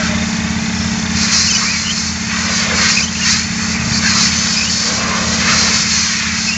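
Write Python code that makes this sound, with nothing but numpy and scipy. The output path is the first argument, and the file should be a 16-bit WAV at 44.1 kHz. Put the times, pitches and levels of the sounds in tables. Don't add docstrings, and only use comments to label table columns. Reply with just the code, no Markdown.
import sys
import numpy as np
from scipy import signal
from scipy.fft import rfft, irfft
from scipy.io import wavfile
from scipy.ndimage import uniform_filter1d, map_coordinates

SR = 44100
rng = np.random.default_rng(int(sys.argv[2]) if len(sys.argv) > 2 else 0)


def wav_out(sig):
    wavfile.write(sys.argv[1], SR, np.round(np.clip(np.atleast_2d(sig).T, -1, 1) * 32767).astype(np.int16))


N = 289737

HISS_ENVELOPE = [(0.0, -22), (0.44, -28), (1.1, -26), (1.21, -15), (1.3, -20), (1.34, -13.5), (1.92, -20),
                 (2.08, -20.5), (2.18, -26.5), (2.61, -17), (2.67, -21.5), (2.74, -22), (2.84, -14),
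                 (3.0, -16.5), (3.11, -24.5), (3.31, -12.5), (3.48, -26), (3.71, -21), (3.9, -23),
                 (3.95, -19), (4.01, -22), (4.06, -16), (4.15, -16), (4.21, -11.5), (4.3, -18), (4.94, -17),
                 (5.01, -22.5), (5.42, -18.5), (5.6, -13.5), (5.74, -16), (5.78, -14.5), (5.86, -19),
                 (5.93, -14), (6.31, -23), (6.5, -17), (6.57, -22.5)]
PLEAT_ENVELOPE = [(0.0, -23), (0.25, -27.5), (1.01, -29.5), (1.34, -21), (1.5, -27.5), (1.63, -23),
                  (2.1, -29.5), (2.27, -28.5), (2.32, -21), (2.38, -24.5), (2.74, -21.5), (2.87, -16),
                  (3.07, -31), (3.15, -30), (3.29, -17.5), (3.44, -27), (4.01, -25.5), (4.04, -20),
                  (4.76, -28), (5.1, -23.5), (5.36, -26), (5.49, -16), (5.6, -21), (6.02, -23), (6.26, -22),
                  (6.57, -28.5)]
RIM_ENVELOPE = [(0, -6.5), (1.2, -7), (1.4, -13), (2.3, -7.5), (3.3, -9), (4.0, -11.5), (4.3, -6),
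                (5.6, -7), (6.57, -8)]
DEPTH_ENVELOPE = [(0.25, -47.5), (1.59, -44.5), (2.25, -53.5), (2.51, -34.5), (2.57, -41.5), (2.74, -28),
                  (2.91, -41.5), (3.54, -56), (3.59, -44), (4.78, -42.5), (4.88, -31), (5.7, -33),
                  (5.87, -46.5), (6.5, -54.5)]
BUFFET_ENVELOPE = [(0, -25.5), (1.2, -30), (2.4, -32.5), (3.45, -29), (3.9, -24.5), (4.8, -35),
                   (5.25, -25.5), (6.1, -33), (6.57, -36.5)]

HISS_SPECTRUM = [(3400, -22.5), (3850, -12), (4150, -2), (4450, 0), (4800, -3), (5200, -1), (5700, -2.5),
                 (6200, -1), (7000, -4), (7450, -9), (7900, -25.5), (8500, -46)]
PLEAT_SPECTRUM = [(900, -22.5), (1300, -6.5), (1550, -6), (1950, 0.5), (2250, -1.5), (2550, -1.5),
                  (2850, -10), (3300, -29)]
RIM_SPECTRUM = [(2500, -8.5), (2850, -1.5), (3150, 3), (3400, -2.5), (3650, 4), (3900, -2), (4300, -10)]
HOLLOW_SPECTRUM = [(550, -20), (750, -18), (950, -8), (1100, 0.5), (1300, -6), (1550, 1), (2000, -27.5)]
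DEPTH_SPECTRUM = [(180, -17), (270, -4.5), (360, -9), (480, 1.5), (620, -1.5), (800, -6), (1100, -14.5)]
BUFFET_SPECTRUM = [(35, -21.5), (65, -6.5), (95, -1.5), (140, 0), (190, -2.5), (300, -16.5)]

# start t/s, duration/s, first f/Hz, last f/Hz, level/dB, octave re fundamental/dB
TONES = [ (-.02, 0.064, 620, 607, -26, -27), (0.086, .065, 613, 602, -26.5, -23),
         (.168, 0.062, 600, 600, -30.5, -26), (1.474, 0.037, 2920, 2420, -20, 2),
         (1.496, .028, 3160, 3000, -20.5, 4), (1.523, 0.044, 2680, 2330, -19.5, 3.5),
         (1.547, 0.026, 2870, 2990, -19.5, 4), (1.652, .043, 2200, 2350, -21, -11),
         (1.698, 0.0385, 2380, 2600, -19.5, -1.5), (1.722, 0.058, 2310, 2190, -21.5, -6),
         (1.836, 0.059, 2740, 3030, -26, -7), (1.879, 0.044, 2750, 3180, -17.5, -9),
         (2.963, .034, 2430, 2530, -13.5, -8.5), (3, 0.033, 2250, 2710, -19.5, 1.5),
         (3.027, .026, 3040, 2970, -22.5, 5), (3.049, .045, 2660, 3280, -26, -10.5),
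         (3.148, 0.048, 2560, 3220, -26.5, -12), (3.212, .038, 2900, 2680, -17.5, -10),
         (3.728, .055, 2430, 2230, -23.5, -7), (3.78, .065, 2610, 2380, -28, -8),
         (4.555, .046, 2320, 2620, -21, 6), (4.594, 0.043, 2310, 2640, -15.5, -6),
         (4.65, 0.052, 2700, 3000, -23, -8), (6.471, 0.048, 2630, 2430, -19, -3),
         (6.502, 0.069, 2710, 2750, -21, -9)]
# start t/s, duration/s, centre f/Hz, bandwidth/Hz, level/dB
EDGE_PUFFS = [(-.01, 0.097, 1520, 450, -24.5), (.736, 0.2, 5400, 450, -32.5),
              (0.99, .013, 5770, 900, -25.5), (1.314, .13, 5320, 2370, -17), (1.6, .07, 1130, 400, -29),
              (2.31, .14, 1210, 450, -31.5), (3.924, 0.073, 4580, 650, -22), (4.023, .07, 1650, 260, -22),
              (4.1, 0.14, 1160, 350, -28), (4.352, 0.098, 6160, 300, -25.5),
              (4.451, 0.031, 1540, 200, -25.5), (4.97, 0.31, 1100, 220, -27),
              (5.47, .075, 1230, 170, -27.5), (5.93, 0.1, 6260, 1000, -21.5)]

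# t/s, level/dB
MACHINE_ENVELOPE = [(0.0, -19), (0.09, -18.5), (1.28, -19.5), (1.3, -22.5), (1.72, -25), (2.76, -21.5),
                    (3.02, -24), (3.51, -23), (3.92, -19.5), (4.83, -25.5), (5.4, -20.5), (6.09, -26.5),
                    (6.55, -23.5), (6.57, -23.5)]
# harmonic number of the stroke rate, level/dB
THUMP_HARMONICS = [(1, -29), (2, -35), (3, -19), (4, -14.5), (5, -6), (6, -15), (7, -13.5), (8, -18),
                   (9, -15), (10, -6), (11, 0.5), (12, -12.5), (13, 2.5), (14, -15.5), (15, -36.5),
                   (16, -21), (17, -12.5), (18, -21.5), (19, -34), (20, -39.5), (21, -32.5), (22, -48.5),
                   (23, -36.5), (24, -23), (25, -20), (26, -22.5), (27, -28.5), (28, -35)]
# f/Hz, level/dB
CLATTER_SPECTRUM = [(330, -22.5), (430, -7.5), (520, -18.5), (630, 2.5), (780, -0.5), (880, 4), (1050, -5),
                    (1600, -1), (2400, -8), (3300, -13), (5000, -21.5), (7200, -19), (8400, -50)]

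COMPRESSOR_HZ, SHAFT_HZ = 17.0, 27.3


def jet_hiss(hiss_db, neutral_db=-20.5, dulling_db_per_db=0.18):
    jet = turbulence(HISS_SPECTRUM, flutter_db=0.84, flutter_hz=37)
    jet = wall_reflection(jet, lag_ms=1.31, sway=0.14, strength=0.26)
    lower = signal.sosfiltfilt(signal.butter(5, 5600, fs=SR, output="sos"), jet)
    upper = jet - lower
    tilt = undb(dulling_db_per_db * (neutral_db - hiss_db))
    hiss = (lower / tilt + upper * tilt) / np.sqrt((tilt ** 2 + tilt ** -2) / 2)
    return hiss * undb(hiss_db + 0.38)


def pleat_rush(pleat_db):
    rush = turbulence(PLEAT_SPECTRUM, flutter_db=0.63, flutter_hz=64)
    return wall_reflection(rush, lag_ms=2.582, sway=0.21, strength=0.38) * undb(pleat_db + 0.9)


def wall_reflection(direct, lag_ms, sway, strength):
    lag_samples = lag_ms / 1000 * SR * np.exp(sway * walk(1.2))
    echo = map_coordinates(direct, [np.arange(N) - lag_samples], order=3, mode="reflect")
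    return unit(direct + strength * echo)


def rim_spill(pleat_db, hiss_db):
    spill_db = between(pleat_db, hiss_db, share=0.34) + envelope(RIM_ENVELOPE)
    return turbulence(RIM_SPECTRUM, flutter_db=1.5, flutter_hz=65) * undb(spill_db)


def drum_roar(pleat_db):
    depth_db = envelope(DEPTH_ENVELOPE)
    hollow_db = between(pleat_db, depth_db, share=0.34)
    upper = turbulence(HOLLOW_SPECTRUM, flutter_db=0.5, flutter_hz=37) * undb(hollow_db)
    lower = turbulence(DEPTH_SPECTRUM, flutter_db=0.5, flutter_hz=35) * undb(depth_db + 3.0)
    return upper + lower


def buffeting():
    rumble = turbulence(BUFFET_SPECTRUM, flutter_db=1.2, flutter_hz=12)
    return rumble * undb(envelope(BUFFET_ENVELOPE) - 0.6)


def hoots_and_whistles():
    out, t = np.zeros(N), clock()
    unrest, flutter = walk(1400), undb(3.5 * walk(300))
    for start, length, first_hz, last_hz, db, octave_db in TONES:
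        on = (t >= start) & (t < start + length)
        progress = (t[on] - start) / length
        arch = np.sin(np.pi * progress).clip(0)
        hz = (first_hz + (last_hz - first_hz) * progress) * (1 + 0.01 * arch)
        jitter = 0.032 / (1 + 2 * undb(octave_db) ** 2)
        phase = 2 * np.pi * np.cumsum(hz * (1 + jitter * unrest[on])) / SR
        swell = np.sqrt(2 * arch) * flutter[on]
        out[on] += undb(db - 2.0) * swell * (np.sin(phase) + undb(octave_db) * np.sin(2 * phase))
    return out


def hiss_loss_db(full_loss_db=2.5):
    t = clock()
    sounding = np.any([(t >= start) & (t < start + length) for start, length, *_ in TONES], axis=0)
    return full_loss_db * uniform_filter1d(sounding.astype(float), size=1300)


def edge_puffs():
    out, t = np.zeros(N), clock()
    for start, length, hz, width_hz, db in EDGE_PUFFS:
        band = signal.butter(4, [hz - width_hz / 2, hz + width_hz / 2], "bandpass", fs=SR, output="sos")
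        progress = ((t - start) / length).clip(0, 1)
        swell = np.sqrt(2 * np.sin(np.pi * progress).clip(0))
        out += undb(db) * swell * unit(signal.sosfilt(band, rng.standard_normal(N)))
    return out


def compressor(machine_db, first_stroke_s=0.0335):
    size = 1024
    harmonics = np.arange(size // 2 + 1)
    harmonic_db = np.interp(harmonics, *np.transpose(THUMP_HARMONICS), left=-50, right=-55)
    cepstrum = irfft(np.log(undb(harmonic_db)))
    cepstrum[1:size // 2] *= 2
    cepstrum[size // 2 + 1:] = 0
    phase_lag = 0.05 * np.maximum(harmonics - 12, 0) ** 2
    stroke = irfft(np.exp(rfft(cepstrum) - 1j * phase_lag))
    turns = COMPRESSOR_HZ * (clock() - first_stroke_s + 0.000085 * walk(9))
    thumps = -unit(np.interp(turns % 1, np.arange(size) / size, stroke, period=1))
    return thumps * undb(machine_db + 0.37 + 0.5 * walk(25))


def diesel(machine_db, first_firing_s=0.0058, first_squeak_s=0.0017):
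    t = clock()
    firing_phase = 2 * np.pi * 3 * SHAFT_HZ * (t - first_firing_s)
    drone = np.sin(firing_phase) * undb(-11.0 + 1.2 * walk(6))
    repeating = np.resize(rng.standard_normal(N)[:int(SR / COMPRESSOR_HZ)], N)
    knocks = rng.standard_normal(N) * (1 + 0.64 * np.cos(firing_phase) + 0.32 * np.cos(firing_phase / 3))
    clatter = colour(0.63 * repeating + knocks, CLATTER_SPECTRUM) * undb(-11.5)
    from_squeak_s = ((SHAFT_HZ * (t - first_squeak_s) + 0.5) % 1 - 0.5) / SHAFT_HZ
    squeak = np.exp(-(from_squeak_s / 0.0023) ** 2) * np.sin(2 * np.pi * 3570 * t + walk(300))
    return (drone + clatter) * undb(machine_db) + squeak * undb(machine_db - 4.5 + 2.2 * walk(25))


def turbulence(spectrum, flutter_db, flutter_hz):
    return unit(colour(rng.standard_normal(N), spectrum) * undb(flutter_db * walk(flutter_hz)))


def colour(x, spectrum):
    hz, db = np.transpose(spectrum)
    octave, known = np.log2(np.arange(N // 2 + 1) * SR / N + 1), np.log2(hz)
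    beyond = np.abs(octave - np.clip(octave, known[0], known[-1]))
    gain = undb(np.interp(octave, known, db) - 55 * beyond)
    return unit(irfft(rfft(x) * gain, N))


def walk(rate_hz):
    width = max(int(SR / rate_hz), 1)
    smoothed = uniform_filter1d(rng.standard_normal(N), width, mode="wrap")
    return unit(uniform_filter1d(smoothed, width, mode="wrap"))


def envelope(table):
    return np.interp(clock(), *np.transpose(table))


def between(first_db, second_db, share):
    return first_db + share * (second_db - first_db)


def undb(db):
    return 10 ** (np.asarray(db) / 20)


def unit(x):
    return x / np.sqrt(np.mean(x ** 2))


def clock():
    return np.arange(N) / SR


def scene():
    hiss_db = envelope(HISS_ENVELOPE) - hiss_loss_db()
    pleat_db, machine_db = envelope(PLEAT_ENVELOPE), envelope(MACHINE_ENVELOPE)
    air = jet_hiss(hiss_db) + pleat_rush(pleat_db) + rim_spill(pleat_db, hiss_db)
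    air += drum_roar(pleat_db) + buffeting()
    return (air + hoots_and_whistles() + edge_puffs() + compressor(machine_db) + diesel(machine_db))[None]


def record(dry, ceiling=0.82, cutoff_hz=8350):
    rounded = dry / (1 + (dry / ceiling) ** 8) ** (1 / 8)
    return signal.sosfilt(signal.ellip(10, 0.1, 90, cutoff_hz, fs=SR, output="sos"), rounded)


dry = scene()
out = record(dry)
wav_out(out)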